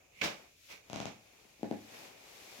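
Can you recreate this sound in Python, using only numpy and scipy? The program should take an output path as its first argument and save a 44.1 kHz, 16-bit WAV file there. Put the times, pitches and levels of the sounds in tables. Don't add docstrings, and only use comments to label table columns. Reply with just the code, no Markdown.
import sys
import numpy as np
from scipy import signal
from scipy.fft import rfft, irfft
from scipy.io import wavfile
from scipy.ndimage import uniform_filter1d

SR = 44100
rng = np.random.default_rng(int(sys.argv[2]) if len(sys.argv) > 2 else 0)


def store_pcm(level_fs):
    pcm = np.round(np.clip(level_fs, -1, 1) * 32767).astype(np.int16)
    wavfile.write(sys.argv[1], SR, np.atleast_2d(pcm).T)


N = 114660
T = np.arange(N) / SR


def from_db(db):
    return 10 ** (np.asarray(db) / 20)


def rms_one(x):
    return x / np.sqrt(np.mean(x ** 2) + 1e-20)


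def through(x, response):
    return signal.fftconvolve(np.atleast_2d(x), np.atleast_2d(response), axes=1)[:, :N]


def colour(x, points, tilt_db=0, size=4096):
    hz, db = np.transpose(points)
    f = np.maximum(np.arange(size // 2 + 1) * SR / size, 10)
    level_db = np.interp(np.log(f), np.log(hz), db) + tilt_db * np.log2(f / 1000)
    cepstrum = irfft(np.log(from_db(level_db)))
    cepstrum[1:size // 2] *= 2
    cepstrum[size // 2 + 1:] = 0
    return through(x, irfft(np.exp(rfft(cepstrum))))


def pan(db):
    return from_db([[db / 2], [-db / 2]])


def clicks(rows):
    out = np.zeros(N)
    for start, db in rows:
        out[int(start * SR)] += from_db(db)
    return out


def ring(x, modes):
    t = T[:SR]
    response = np.zeros(SR)
    for k, (hz, db, t60) in enumerate(modes):
        decay = from_db(db - 60 * t / t60)
        response += (-1) ** k * decay * np.sin(2 * np.pi * hz * t)
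    return through(x, response)


def share_bass(pair):
    f = np.arange(N // 2 + 1) * SR / N
    apart = f ** 2 / (f ** 2 + 324 ** 2)
    mid, side = rfft(pair)
    return irfft(mid * np.sqrt(1 - apart / 2) + side * np.sqrt(apart / 2) * [[1], [-1]], N)


def friction(per_s, spread_db):
    excess = np.minimum(rng.exponential(1, (2, N)), 4)
    sizes = from_db(spread_db * excess) * rng.choice([-1, 1], (2, N))
    return share_bass(sizes * (rng.random((2, N)) < per_s / SR))


def room_tail():
    build_s, early_t60_s, late_t60_s, late_db = 0.01, 0.24, 0.34, 2
    build = np.minimum(T / build_s, 1) ** 2
    decay = from_db(-60 * T / early_t60_s) + from_db(late_db - 60 * T / late_t60_s)
    spectrum = rfft(share_bass(rng.standard_normal((2, N))) * build * decay)
    smooth_size = np.sqrt(uniform_filter1d(abs(spectrum) ** 2, size=300, axis=1))
    return irfft(spectrum / smooth_size, N)[:, :SR]


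def placed(x, tail, pan_db, room_db):
    port_lag_s = 0.00027
    direct = np.array([x, np.interp(T - port_lag_s, T, x)])
    return direct * pan(pan_db) + from_db(room_db) * through(x, tail)


# [f/Hz, relative level/dB]
AIR_COLOUR = [(25, 10.5), (100, 6), (200, -4), (700, -5.5), (1400, -54.5), (2500, -5.5), (4000, -30.5),
              (7000, -2.5), (9000, -42), (15000, -23.5)]


def room_tone():
    noise = share_bass(rng.standard_normal((2, N)))
    return from_db(-68.5) * rms_one(colour(noise, AIR_COLOUR))


# [t/s, hiss level/dB, low rub level/dB]
SLIDE_LEVELS = [(0, -75.5, -69), (.1, -76.5, -73), (.21, -63.5, -72.5), (.295, -67, -46.5), (.36, -65, -59),
                (.46, -67.5, -64), (.55, -70.5, -81), (.615, -65, -89), (.71, -59, -71.5),
                (0.822, -72, -73), (.9, -66, -64.5), (1.2, -69, -68.5), (1.4, -67, -68), (1.58, -68, -71.5),
                (1.86, -61.5, -62.5), (1.948, -56.5, -55.5), (2.05, -56, -56), (2.15, -64, -61.5),
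                (2.3, -59, -61.5), (2.59, -55.5, -58)]
# [f/Hz, relative level/dB]
HISS_COLOUR = [(300, -38), (1200, -10), (2400, -4), (3500, 0), (7000, -2.5), (8800, -9.5), (12000, -6),
               (15500, -13)]
# [f/Hz, relative level/dB]
RUB_COLOUR = [(40, -28), (105, -18), (150, -7), (215, -4.5), (290, -3), (380, 0), (520, -0.5), (700, -0.5),
              (1300, -9), (3000, -13.5), (8000, -64.5)]


def slide():
    slips_per_s, spread_db, flutter_db = 9000, 1.5, 0.23
    t, hiss_db, rub_db = np.transpose(SLIDE_LEVELS)
    flutter = flutter_db * rms_one(uniform_filter1d(rng.standard_normal(N), size=900))
    hiss = rms_one(colour(friction(slips_per_s, spread_db), HISS_COLOUR))
    rub = rms_one(colour(friction(slips_per_s, spread_db), RUB_COLOUR))
    hiss = hiss * from_db(np.interp(T, t, hiss_db) + flutter / 2)
    rub = rub * from_db(np.interp(T, t, rub_db) + flutter)
    return hiss * pan(6) + rub * pan(5)


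# [start t/s, attack/s, release t60/s, level/dB, treble tilt/(dB per octave),
# squeak level relative to the rubbing/dB]
SCUFF_STROKES = [(.11, 0.105, 0.051, -62.5, -1, 4.5), (0.2114, 0.0073, 0.078, -35, 0, -19),
                 (.226, .015, 0.19, -31, -0.17, -46), (0.681, 0.039, 0.18, -49.5, 1, -11)]
# [f/Hz, relative level/dB]
RUBBER_COLOUR = [(50, -13.5), (130, -1), (220, 1.5), (380, -3), (550, 1.5), (800, 0), (1200, -2),
                 (2200, -8), (3500, -5), (5500, -6), (7300, -10), (8800, -20.5), (11000, -19.5),
                 (14000, -20)]
# [f/Hz, relative level/dB, t60/s]
SHAFT_RESONANCES = [(215, -59, .3), (317, -56, .28), (445, -53, .36), (535, -54, .34), (592, -52, .32),
                    (848, -55, .2), (1554, -54, .2), (1708, -52, .22), (2052, -54, .22), (2218, -60, .22),
                    (2319, -58, .22), (2648, -56, .22), (2903, -55, .22), (3050, -58, .22)]


def scuffs(tail):
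    grips_per_s, grip_spread_db = 3500, 1
    squeak_hz, squeak_width_hz = 2410, 980
    edges_hz = [squeak_hz - squeak_width_hz / 2, squeak_hz + squeak_width_hz / 2]
    squeak_band = signal.butter(2, edges_hz, "band", fs=SR, output="sos")
    strokes = np.zeros((2, N))
    for start, attack, release, db, tilt_db, squeak_db in SCUFF_STROKES:
        swell = np.clip((T - start) / attack, 0, 1)
        decay = from_db(-60 * np.maximum(T - start - attack, 0) / release)
        grips = friction(grips_per_s, grip_spread_db)
        rubbing = rms_one(colour(grips, RUBBER_COLOUR, tilt_db))
        squeak = rms_one(signal.sosfilt(squeak_band, grips))
        strokes += from_db(db) * swell * decay * rms_one(rubbing + from_db(squeak_db) * squeak)
    ringing = from_db(0.5) * ring(strokes, SHAFT_RESONANCES)
    return strokes * pan(2) + ringing + from_db(-5.5) * through(strokes, tail)


# [t/s, relative level/dB]
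SNAP_SLIPS = [(.2138, -16), (.2156, -40), (.2165, -11), (.2195, -16)]
# [f/Hz, relative level/dB]
SNAP_COLOUR = [(50, -35), (150, 4), (350, -53), (600, 11.5), (1000, -9), (1700, -6), (2300, 7.5),
               (3200, 4.5), (6000, -18), (9000, -33), (15000, -41)]


def shaft_snap(tail):
    last_slip_s = SNAP_SLIPS[-1][0]
    ringing = ring(clicks([(last_slip_s, 7)]), SHAFT_RESONANCES)[0]
    snap = from_db(-0.5) * colour(clicks(SNAP_SLIPS), SNAP_COLOUR)[0]
    return placed(snap, tail, pan_db=-9.5, room_db=-6) + ringing


def disperse(x, spread_s):
    f = np.arange(N // 2 + 1) * SR / N
    return irfft(rfft(x) * np.exp(-4j * np.pi * spread_s * np.sqrt(1000 * f)), N)


# [f/Hz, relative level/dB, t60/s]
FLOOR_RESONANCES = [(107, -34, 0.95), (212.8, -23, 0.42), (246.4, -21.5, 0.25), (279.3, -22, 0.23),
                    (395, -40, 0.38), (535.6, -28, 0.37), (694, -35, 0.38), (830, -28, 0.32)]
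# [left delay/ms, right delay/ms, relative level/dB]
WALL_ECHOES = [(14.3, 13, -7.5), (17.5, 24, -22), (21.93, 56, -12.5), (27.63, 35, -12), (31.04, 78, -19.5)]


def contacts(rows, spectrum, tail, pan_db, room_db, echo_db, floor_db, spread_s):
    hits = -clicks(rows)
    body = disperse(colour(hits, spectrum)[0], spread_s)
    walls = [clicks([(row[side] / 1000, row[2]) for row in WALL_ECHOES]) for side in range(2)]
    echoes = from_db(echo_db) * through(body, walls)
    floor = from_db(floor_db) * ring(hits, FLOOR_RESONANCES)
    return placed(body, tail, pan_db, room_db) + (echoes + floor) * pan(pan_db / 2)


# [t/s, relative level/dB]
CREAK_SLIPS = [(.8991, -4.5), (.9313, 2.5), (.9597, 3), (1.0019, 4), (1.0555, 3.5)]
# [f/Hz, relative level/dB]
CREAK_SPECTRUM = [(50, -23), (120, -1.5), (230, -3.5), (370, -9), (660, -3.5), (1100, -13.5), (1900, -23.5),
                  (2500, -21.5), (3300, -19), (4800, -23), (6700, -20.5), (9000, -35.5), (15000, -45)]


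def boot_creak(tail):
    return contacts(CREAK_SLIPS, CREAK_SPECTRUM, tail, pan_db=10, room_db=3.5,
                    echo_db=-0.5, floor_db=-33, spread_s=0.000637)


# [t/s, relative level/dB]
SOLE_KNOCKS = [(1.452, -17), (1.595, -14.5), (1.611, -12), (1.6312, 14), (1.7122, 15), (2.591, -9)]
# [f/Hz, relative level/dB]
KNOCK_SPECTRUM = [(50, -36), (110, -24.5), (170, -6.5), (235, -3), (280, 1.5), (380, -7.5), (480, -9),
                  (650, -9.5), (850, -15.5), (1200, -34.5), (1700, -31), (2600, -40.5), (3600, -39),
                  (6500, -44.5), (10000, -55)]


def sole_knocks(tail):
    return contacts(SOLE_KNOCKS, KNOCK_SPECTRUM, tail, pan_db=7, room_db=-2,
                    echo_db=1, floor_db=-36, spread_s=0.00005)


def scene():
    tail = room_tail()
    handling = scuffs(tail) + shaft_snap(tail)
    footing = boot_creak(tail) + sole_knocks(tail)
    return room_tone() + slide() + handling + footing


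# [f/Hz, level/dB]
RIGHT_PORT_COLOUR = [(60, -2.5), (250, -1.5), (600, -1), (1200, 0.5), (1700, 5.5), (2350, 13), (3000, 5),
                     (4200, 1), (6200, 1.5), (7000, -13.5), (8000, -8.5), (12000, -12), (15500, -4)]


def record(dry):
    ports = np.array([dry[0], colour(dry[1], RIGHT_PORT_COLOUR)[0]])
    ports = ports + from_db(-76.5) * rng.standard_normal((2, N))
    bass_cut = signal.butter(2, 60, "high", fs=SR, output="sos")
    top_cut = signal.cheby2(20, 60, 16300, fs=SR, output="sos")
    return signal.sosfilt(top_cut, signal.sosfilt(bass_cut, ports))


dry = scene()
out = record(dry)
store_pcm(out)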